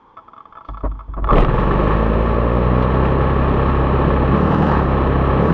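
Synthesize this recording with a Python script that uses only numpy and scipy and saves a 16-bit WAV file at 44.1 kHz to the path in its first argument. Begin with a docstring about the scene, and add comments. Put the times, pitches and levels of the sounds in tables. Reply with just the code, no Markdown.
"""Pull-starting a model buggy

A large model buggy on a country road, heard from its chassis over faint far traffic. The steering servo
twitches, tugs on the starter cord jolt the chassis, and one hard pull starts the small two-stroke.
Exhaust puffs drive the silencer and combustion rattles the casing. The engine gathers speed, settles
into a burbling idle that fires every second turn, and twice runs up briefly, clutch shoes scraping."""
import sys
import numpy as np
from scipy import signal
from scipy.fft import rfft, irfft, next_fast_len
from scipy.io import wavfile
from scipy.ndimage import map_coordinates

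SR = 44100
rng = np.random.default_rng(int(sys.argv[2]) if len(sys.argv) > 2 else 0)


def generate_wav(sig):
    """Save sig (samples, or channels by samples) to the path in sys.argv[1] as 16-bit PCM at SR."""
    pcm = np.round(np.clip(np.atleast_2d(sig).T, -1, 1) * 32767).astype(np.int16)
    wavfile.write(sys.argv[1], SR, pcm)


N = 243917

# chassis flex spectrum: f/Hz, level/dB
FLEX = [(20, 3), (35, 1.5), (60, 8.5), (90, 9.5), (150, -0.5), (300, -3.5), (700, -58.5)]
# carburettor air spectrum: f/Hz, level/dB
HISS = [(3000, -22), (4500, -5), (5200, -4), (5500, 2), (6100, -4), (6900, -11), (7600, -9), (9000, -21),
        (14000, -45)]
# throttle openings: t/s, length/s
BLIPS = [(4.289, 0.41), (5.329, 0.3)]


def amp(db):
    """Decibels to gain."""
    return 10 ** (np.asarray(db) / 20)


def unit(x):
    """Scale to rms 1."""
    return x / np.sqrt(np.mean(x ** 2) + 1e-20)


def noise():
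    """White noise."""
    return rng.standard_normal(N)


def curve(rows):
    """Interpolate (t/s, value) rows to one value per sample."""
    return np.interp(np.arange(N) / SR, *np.transpose(rows))


def coloured(x, spectrum):
    """Minimum-phase filter from (f/Hz, level/dB) rows, steep past the last row."""
    size = 2 * next_fast_len(N // 2 + SR // 4)
    last_hz, last_db = spectrum[-1]
    hz, db = np.transpose([*spectrum, (4 * last_hz, last_db - 80)])
    gain = amp(np.interp(np.log(np.fft.rfftfreq(size, 1 / SR) + 1), np.log(hz), db))
    cepstrum = irfft(np.log(gain + 1e-6))
    cepstrum[1:size // 2] *= 2
    cepstrum[size // 2 + 1:] = 0
    return irfft(rfft(x, size) * np.exp(rfft(cepstrum)))[:N]


def shaped(x, spectrum):
    """Filter to a spectrum, at rms 1."""
    return unit(coloured(x, spectrum))


def impulses(times, sizes):
    """One spike at each time."""
    at = np.clip(np.round(times * SR).astype(int), 0, N)
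    return np.bincount(at, sizes, N + 1)[:N]


def bursts(times, sizes, decay_s, rise_s=0.0047):
    """Envelope that swells and decays at each time."""
    decay = signal.lfilter([1], [1, -np.exp(-1 / (decay_s * SR))], impulses(times, sizes))
    pole = np.exp(-1 / (rise_s * SR))
    return signal.lfilter([1 - pole], [1, -pole], decay)


def held(start_s, length_s, attack_s, release_s):
    """Envelope, 0-1: ramp, hold until length_s, decay."""
    t = np.arange(N) / SR - start_s
    return np.clip(t / attack_s, 0, 1) * np.exp(-np.maximum(t - length_s, 0) / release_s)


def add(track, start_s, sound):
    """Mix a sound into the track."""
    part = track[round(start_s * SR):][:len(sound)]
    part += sound[:len(part)]


def contacts(rows, ring_db, crack_db, length_s, release_s, damping, attack_s=0.0011, scatter_db=2):
    """Each contact chatters briefly and rings the chassis modes at random strengths."""
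    # chassis and housing modes: f/Hz, level/dB, t60/s
    housing_modes = [(243, -18, .06), (656, -8, 0.12), (850, -10, 0.21), (1000, 2, 0.034),
                     (1143, 8.5, 0.044), (1305, 1, 0.06), (1343, -8.5, 0.058), (1710, -13, 0.065),
                     (2170, -16.5, 0.049), (2530, -21, 0.036), (3100, -24, .035), (3450, -18, 0.057),
                     (4670, -40, .04), (5350, -39.5, 0.036)]
    # chatter: f/Hz, level/dB
    crack_spectrum = [(200, -5), (650, -6.5), (780, -19.5), (1130, 8), (1330, 10.5), (1500, -28.5),
                      (2200, -18), (2800, -27.5), (3450, -19), (3800, -45), (4600, -35.5), (6000, -44),
                      (10000, -76)]
    t = np.arange(SR // 5) / SR
    hz, level_db, t60_s = np.transpose(housing_modes)[:, :, None]
    decay = 1000 ** (-damping * t / t60_s)
    onset = 1 - np.exp(-(t / attack_s) ** 2)
    rings, chatter = np.zeros(N), np.zeros(N)
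    for start_s, db in rows:
        size, detune, phase = rng.standard_normal((3, len(housing_modes), 1))
        tones = np.sin(2 * np.pi * (hz * (1 + 0.0029 * detune) * t + phase))
        modes = amp(level_db + scatter_db * size) * decay * tones
        add(rings, start_s, amp(db + ring_db) * modes.sum(0) * onset)
        chatter += amp(db + crack_db) * held(start_s, length_s, attack_s, release_s)
    return rings + np.sqrt(np.mean(chatter ** 2)) * shaped(chatter * noise(), crack_spectrum)


def traffic(level_db=-50):
    """Faint rush of far traffic."""
    # f/Hz, level/dB
    rush_spectrum = [(15, -34), (25, 5), (65, -0.5), (502, 1), (650, -16.5), (842, 7), (1140, 5.5),
                     (1320, -5), (1790, -15.5), (1950, -19), (2180, -18), (2700, -23), (2940, -26),
                     (3150, -17.5), (3420, -17), (3750, -30.5), (4340, -33), (5640, -37), (7500, -45.5),
                     (9550, -74.5)]
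    return amp(level_db) * shaped(noise(), rush_spectrum)


def servo():
    """Each twitch of the steering servo is a short buzz of its gears."""
    # t/s, level/dB
    twitches = [(0.1686, -24), (0.1775, -28), (0.1881, -29.5), (0.2798, -27.5), (0.3328, -27.5),
                (0.3634, -30), (0.378, -25.5), (0.404, -28.5), (0.4539, -27), (0.5241, -26.5),
                (0.5525, -24.5), (0.5696, -25), (0.5822, -27), (0.608, -27), (0.6476, -28.5), (0.6858, -18),
                (0.7343, -33.5), (0.7423, -24.5), (0.7712, -22.5), (0.8059, -27.5), (0.9135, -27),
                (0.952, -36), (0.9904, -24.5), (1.005, -25.5), (1.1367, -23.5)]
    return contacts(twitches, ring_db=-13, crack_db=-13, length_s=0.007, release_s=0.002, damping=0.96)


def starter():
    """The slack cord scrapes through its guide, then the pawl knocks on the flywheel."""
    # t/s, level/dB
    cord_scrapes = [(0.646, -63), (0.674, -70), (0.684, -70), (0.77, -67)]
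    # f/Hz, level/dB
    scrape_spectrum = [(1500, -6), (3400, 2), (4000, -5), (4550, 1), (5000, -11), (6000, -17), (9000, -37)]
    # t/s, level/dB
    pawl_knocks = [(1.2425, -13.5), (1.2725, -17), (1.288, -12), (1.307, -5), (1.3305, -9), (1.3405, -13),
                   (1.3803, -9.5), (1.447, -12)]
    times, db = np.transpose(cord_scrapes)
    scrapes = bursts(times, amp(db), decay_s=0.032, rise_s=0.002) * shaped(noise(), scrape_spectrum)
    pawl = contacts(pawl_knocks, ring_db=-9.5, crack_db=-13.5,
                    length_s=0.0028, release_s=0.0023, damping=1.3)
    return scrapes + pawl


def chassis(sway_hz=48.8, flex_db=-11):
    """Cord tugs jolt the body shell and leave the buggy swaying and flexing."""
    # t/s, thud level/dB, thud length/s, sway level/dB
    jolts = [(0.683, -29, 0.015, -24), (0.831, -20.5, 0.027, -16), (1.079, -45, 0.012, -23.5),
             (1.161, -26.5, 0.029, -21.5), (1.215, -32, 0.034, -16.5), (1.307, -20, 0.03, -30.5)]
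    # f/Hz, level/dB
    thud_spectrum = [(40, -10), (90, 1), (150, 2), (220, -5), (310, 4), (480, -5), (650, 2), (800, -7),
                     (1130, 0), (1500, -19), (2500, -35), (5000, -60)]
    t = np.arange(N) / SR
    knocks = np.zeros(N)
    for start_s, db, length_s, _ in jolts:
        age = t[:SR // 4] / length_s
        add(knocks, start_s, amp(db) * 2 * age * np.exp(-age ** 2))
    times, _, _, sway_db = np.transpose(jolts)
    sway = np.sqrt(2) * np.sin(2 * np.pi * sway_hz * t) + amp(flex_db) * shaped(noise(), FLEX)
    sway *= bursts(times, amp(sway_db), decay_s=0.08, rise_s=0.0089)
    return sway + knocks * shaped(noise(), thud_spectrum)


def engine(start_s=1.237, swell_s=0.13, scatter_db=1, lope=0.53, flex_db=-12, slap_db=-6.5):
    """One cylinder: the piston shakes the chassis; each turn brings a strong or a failed firing."""
    # t/s, f/Hz
    crank_speed = [(1.45, 36.2), (1.6, 44.8), (1.76, 49.3), (1.99, 54.0), (2.84, 62.8), (3.09, 66.4),
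                   (3.39, 67.4), (3.49, 66.5), (4.01, 67.1), (4.15, 66.5), (4.3, 66.9), (4.44, 76.8),
                   (4.53, 80.8), (4.82, 68.2), (5.01, 66.3), (5.38, 67.3), (5.43, 70.4), (5.53, 82.1)]
    # failure of every second firing: t/s, share/1
    misfire_share = [(1.3, 0.7), (1.9, 0.42), (2.45, 0.08), (2.85, 0.23), (3.1, 0.6)]
    t = np.arange(N) / SR
    crank_hz = curve(crank_speed)
    misfire = np.clip(curve(misfire_share) - 0.22 * throttle(), 0, 1)
    turns = np.cumsum(crank_hz) / SR
    crank_rad = 2 * np.pi * turns
    turn = np.arange(1, int(turns[-1]) + 1)
    times = np.interp(turn, turns, t)
    half_times = np.interp(turn + 0.5, turns, t)
    imbalance = np.interp(times, t, misfire) * (-1) ** turn
    strength = (1 + 0.99 * imbalance) * amp(scatter_db * rng.standard_normal(len(turn)))
    # skipped firings add a half-rate lope
    shake = -unit(np.cos(crank_rad) + lope * misfire * np.sin(crank_rad / 2))
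    shake += amp(flex_db) * shaped(noise(), FLEX)
    shake *= effort(base_db=-18.5, pull_db=6.5, before_pull_db=-1, throttle_db=-3)
    # unburnt fuel turns the dry slap into a rounder, rougher pop
    gas, pops = exhaust(times, strength)
    pipe = amp(4.5 * misfire) * gas + np.sqrt(misfire) * pops
    pipe += (1 - misfire) * amp(slap_db) * slap(times)
    pipe *= effort(base_db=-16, pull_db=7.5, before_pull_db=-1.5, throttle_db=1.5,
                   cold_db=1, clutch_db=-3)
    # misfiring loosens the casing's rattle
    casing = amp(2 * misfire) * clatter(times, 1 + imbalance)
    casing *= effort(base_db=-27.5, pull_db=2, before_pull_db=-1.5, throttle_db=2,
                     cold_db=2.5, overrun_db=4, clutch_db=-5.5)
    gasp = throttle_hiss()
    air = carburettor(times)
    air *= effort(base_db=-70, pull_db=-1, before_pull_db=3, throttle_db=1, cold_db=3, overrun_db=2)
    tones = drone(crank_rad, crank_hz, misfire) + putter(crank_rad, misfire)
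    tones *= effort(base_db=-1, pull_db=-4, before_pull_db=-22.5, throttle_db=3)
    run_up = clutch_shoes(times, half_times) + intake(times)
    fade_in = np.clip((t - start_s) / swell_s, 0, 1)
    return fade_in * (shake + pipe + casing + gasp + air + tones + run_up)


def effort(base_db, pull_db, before_pull_db, throttle_db, cold_db=0, overrun_db=0, clutch_db=0):
    """Gain of one engine part through the start and the run-ups."""
    # engine held back just before the hard pull: t/s, length/s, attack/s, release/s
    before_pull = (1.2, 0.057, 0.019, 0.02)
    # hard pull: t/s, length/s, attack/s, release/s
    pull = (1.295, 0.139, 0.013, 0.0063)
    # hard running after the catch: t/s, length/s, attack/s, release/s
    cold_run = (1.53, 0.41, 0.016, 0.1)
    starting_db = before_pull_db * held(*before_pull) + pull_db * held(*pull) + cold_db * held(*cold_run)
    run_up_db = throttle_db * throttle() + overrun_db * overrun() + clutch_db * clutch_grip()
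    return amp(base_db + starting_db + run_up_db)


def exhaust(times, strength, jitter_s=0.00043, gas_db=-8.2, puff_db=-9):
    """Each port opening sends rough gas and a puff through the silencer; returns both."""
    # f/Hz, level/dB
    gas_spectrum = [(25, -30.5), (70, -3.5), (160, 1.5), (280, -0.5), (420, 3.5), (580, -2.5), (720, -7),
                    (860, -5), (1400, -35.5), (3000, -102)]
    # f/Hz, level/dB
    puff_spectrum = [(30, -47.5), (65, 0), (130, 14.5), (175, 2.5), (290, -3.5), (400, 4), (460, -13.5),
                     (600, -13.5), (700, -14), (900, -27), (1120, -23), (1450, -34), (3000, -57),
                     (8000, -99.5)]
    puffs = impulses(times + jitter_s * rng.standard_normal(len(times)), strength)
    gas = noise() * (1 + bursts(times, strength, decay_s=0.0096))
    return amp(gas_db) * shaped(gas, gas_spectrum), -amp(puff_db) * shaped(puffs, puff_spectrum)


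def slap(times, jitter_s=0.00007, scatter_db=1):
    """Even running gives one dry, ringing slap per turn."""
    # f/Hz, level/dB
    slap_spectrum = [(40, -24), (110, -15), (235, -16.5), (310, -2.5), (400, -2.5), (460, 1), (535, 1.5),
                     (610, 0), (720, -29.5), (1000, -14.5), (1110, -3), (1450, -33), (6000, -84.5)]
    late, size = rng.standard_normal((len(times), 2)).T
    return -shaped(impulses(times + jitter_s * late, amp(scatter_db * size)), slap_spectrum)


def clatter(times, strength, lead_s=0.008, jitter_s=0.00022, scatter_db=2, knock_db=-5):
    """Combustion, ahead of the port opening, knocks the casing and rattles loose parts."""
    # rattle, drive slack: f/Hz, level/dB
    slack_spectrum = [(400, -9), (620, -11), (730, -15.5), (860, -1.5), (950, -5), (1105, 0), (1220, -3),
                      (1320, -5.5), (1450, -14.5), (1600, -12), (1770, -9), (2010, -18.5), (2150, -18.5),
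                      (2450, -17.5), (2850, -21.5), (3100, -22.5), (3600, -30), (4050, -30.5),
                      (4450, -40.5), (7000, -65.5)]
    # duller rattle, drive taut: f/Hz, level/dB
    taut_spectrum = [(400, -10), (620, -11), (730, -13), (860, -3), (1105, 0), (1320, -3), (1450, -9),
                     (1750, -8), (2050, -19), (2500, -28), (3200, -32), (4000, -29), (4500, -37),
                     (7000, -60)]
    # strongest casing modes: f/Hz, level/dB
    ring_spectrum = [(500, -37), (1000, -14), (1030, -6.5), (1112, 6.5), (1190, -6.5), (1310, -0.5),
                     (1450, -19), (1650, -16.5), (1760, -8), (2000, -47), (6000, -97)]
    size, late = rng.standard_normal((len(times), 2)).T
    blows = strength * amp(scatter_db * size)
    shaking = unit(noise() * (1 + bursts(times - lead_s, blows, decay_s=0.021)))
    taut = np.clip(clutch_grip(), 0, 1)
    rattle = coloured(shaking * (1 - taut), slack_spectrum) + coloured(shaking * taut, taut_spectrum)
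    knocks = impulses(times - lead_s + jitter_s * late, blows)
    return unit(rattle) + amp(knock_db) * shaped(knocks, ring_spectrum)


def carburettor(times):
    """Thin hiss of air with an uneven spit each turn."""
    spits = amp(7 + 3.8 * rng.standard_normal(len(times)))
    flow = noise() * (1 + bursts(times, spits, decay_s=0.0013, rise_s=0.0003))
    return shaped(flow, HISS)


def drone(crank_rad, crank_hz, misfire, lag_rad=0.7, misfire_db=-6):
    """Low crank orders swell through the silencer's resonances and weaken with misfiring."""
    # f/Hz, level/dB
    silencer_response = [(92, -25.5), (106, -22), (115, -26), (124, -20), (134, -26.5), (148, -24.5),
                         (159, -22.5), (172, -32), (187, -21.5), (200, -31.5), (214, -21.5), (235, -29),
                         (250, -28), (270, -30.5), (310, -30)]
    hz, db = np.transpose(silencer_response)
    tones = sum(np.cos(k * crank_rad - lag_rad) * amp(np.interp(k * crank_hz, hz, db)) for k in (2, 3, 4))
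    return -np.sqrt(2) * amp(misfire_db * misfire) * tones


def putter(crank_rad, misfire, lag_rad=0.7):
    """Firing every second turn sounds the pipe between the crank orders."""
    # crank order/1, level/dB
    half_orders = [(2.5, -27), (3.5, -31), (4.5, -33), (5.5, -31.5)]
    return -np.sqrt(2) * misfire * sum(amp(db) * np.cos(k * crank_rad - lag_rad) for k, db in half_orders)


def cord(grain_db=4, grain_hz=260, squeal_db=-12, rasp_db=-24.5):
    """The braid snatches taut and slips unevenly: it squeals in its guide, then rasps."""
    # t/s, level/dB
    jerks = [(1.2425, -24), (1.3305, -17.5), (1.3465, -27), (1.3565, -19), (1.3615, -22), (1.3675, -19),
             (1.3735, -22), (1.3815, -12.5), (1.3974, -23), (1.407, -22), (1.4205, -19), (1.4245, -20),
             (1.4335, -20), (1.4473, -15.5)]
    # f/Hz, level/dB
    jerk_spectrum = [(300, -4), (750, -4), (1200, 5), (1500, -3), (1800, 1), (2900, -7), (3700, -14),
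                     (4400, -25), (6000, -35), (7000, -46), (14000, -65)]
    # t/s, length/s, attack/s, release/s
    squeal_span = (1.277, 0.038, 0.03, 0.005)
    # f/Hz, level/dB
    squeal_spectrum = [(500, -17), (880, -9.5), (1020, -6.5), (1120, 2), (1220, -4), (1320, -19),
                       (1500, -28), (2500, -45), (6000, -88)]
    # t/s, length/s, attack/s, release/s
    rasp_span = (1.338, 0.073, 0.07, 0.011)
    # f/Hz, level/dB
    rasp_spectrum = [(150, 1), (330, 8), (600, 4), (750, -4), (1200, 0), (1500, -4), (1700, -2), (2000, -6),
                     (2900, -6), (4200, -19), (6000, -30), (8500, -35), (10000, -44), (15000, -54)]
    knots = rng.standard_normal(int(N * grain_hz / SR) + 4)
    grip = amp(grain_db * map_coordinates(knots, [np.arange(N) * grain_hz / SR]))
    times, db = np.transpose(jerks)
    snatches = bursts(times, amp(db), decay_s=0.002, rise_s=0.0008) * shaped(noise(), jerk_spectrum)
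    rasp = amp(rasp_db) * held(*rasp_span) * shaped(noise() * grip, rasp_spectrum)
    squeal = amp(squeal_db) * held(*squeal_span) * shaped(noise() * grip, squeal_spectrum)
    return snatches + rasp + squeal


def crackles():
    """Thin, sharp snaps at the height of the pull."""
    # t/s, level/dB
    snaps = [(1.340, -42), (1.3665, -39), (1.372, -41), (1.377, -37.5), (1.382, -35), (1.425, -42)]
    times, db = np.transpose(snaps)
    return impulses(times, amp(db))


def loose_part(trim_db=-7):
    """A loose part hits the chassis now and then."""
    # t/s, level/dB
    hits = [(1.5945, -17.5), (1.8694, -18.5), (1.9607, -22), (2.1296, -21), (2.2698, -29), (2.8215, -15.5),
            (2.9434, -21.5), (3.05, -17.5), (3.0825, -34), (3.2086, -31), (3.4379, -32), (3.692, -23),
            (4.275, -21.5), (5.1125, -28)]
    # f/Hz, level/dB
    hit_spectrum = [(600, -12), (1110, 7), (1320, 2), (1480, -8), (1780, 1), (2020, -9), (2600, -8),
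                    (4000, -21), (4600, -34), (5600, -37), (8000, -50), (12000, -75)]
    times, db = np.transpose(hits)
    return bursts(times, amp(db + trim_db), decay_s=0.016, rise_s=0.0016) * shaped(noise(), hit_spectrum)


def intake(times, steady_flow=0.22, growl_db=-28.5):
    """Under load the intake growls, one gulp per turn."""
    # t/s, gain/1
    growl_strength = [(3.85, 0), (4.02, 2.2), (4.25, 1.6), (4.36, 2.1), (4.6, 3.5), (4.8, -1), (5.34, 0.5),
                      (5.42, 2.3)]
    # f/Hz, level/dB
    growl_spectrum = [(60, -10), (120, 1.5), (170, 10.5), (240, 2.5), (310, -4.5), (420, -13.5),
                      (900, -51.5)]
    gulps = steady_flow + bursts(times, np.ones(len(times)), decay_s=0.005)
    return amp(growl_db) * curve(growl_strength) * shaped(noise() * gulps, growl_spectrum)


def throttle():
    """Throttle opening, 0-1."""
    return sum(held(start_s, length_s, attack_s=0.07, release_s=0.032) for start_s, length_s in BLIPS)


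def throttle_hiss(lag_s=0.059, level_db=-65):
    """The carburettor hisses briefly just after the throttle opens."""
    flow = sum(held(start_s + lag_s, length_s=0.07, attack_s=0.02, release_s=0.03) for start_s, _ in BLIPS)
    return amp(level_db) * flow * shaped(noise(), HISS)


def clutch_grip(lag_s=0.072):
    """Shoe contact with the drum, 0-1, lagging the throttle."""
    return sum(held(start_s + lag_s, length_s - lag_s, attack_s=0.19, release_s=0.083)
               for start_s, length_s in BLIPS)


def clutch_shoes(times, half_times, drag_db=-26.5, tap_db=-42.3, scatter_db=2.6, jitter_s=0.00022):
    """Two shoes tap and scrape their drum in turn."""
    # f/Hz, level/dB
    drag_spectrum = [(400, -25), (650, -8), (800, 2), (920, 1), (1150, -12), (1300, -7), (1480, -13),
                     (1650, -8), (2050, -21), (2800, -34), (4500, -38), (7500, -52), (12000, -80)]
    # f/Hz, level/dB
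    tap_spectrum = [(1500, -30), (2100, -16), (2550, -1), (3000, 0), (3350, -10), (4200, -24), (7500, -36),
                    (12000, -70)]
    late, size = rng.standard_normal((2 * len(times), 2)).T
    touches_s = np.append(times, half_times) + jitter_s * late
    sizes = amp(scatter_db * size)
    friction = noise() * bursts(touches_s, sizes, decay_s=0.0029, rise_s=0.0014)
    drag = amp(drag_db) * shaped(friction, drag_spectrum)
    taps = amp(tap_db) * shaped(impulses(touches_s, sizes), tap_spectrum)
    return clutch_grip() * (drag + taps)


def overrun(lead_s=0.029):
    """Envelope, 0-1: the throttle closes and the drive goes slack."""
    return sum(held(start_s + open_s - lead_s, length_s=0.13, attack_s=0.023, release_s=0.014)
               for start_s, open_s in BLIPS)


def scene():
    """Mono mix at the chassis."""
    buggy = engine() + loose_part() + servo() + starter() + cord() + crackles() + chassis()
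    return (buggy + traffic())[None]


def record(dry, ceiling=0.85, top_hz=15100):
    """Soft peak limit, then a steep low-pass."""
    rounded = dry / (1 + (dry / ceiling) ** 8) ** (1 / 8)
    return signal.sosfilt(signal.butter(16, top_hz, fs=SR, output="sos"), rounded)


dry = scene()
out = record(dry)
generate_wav(out)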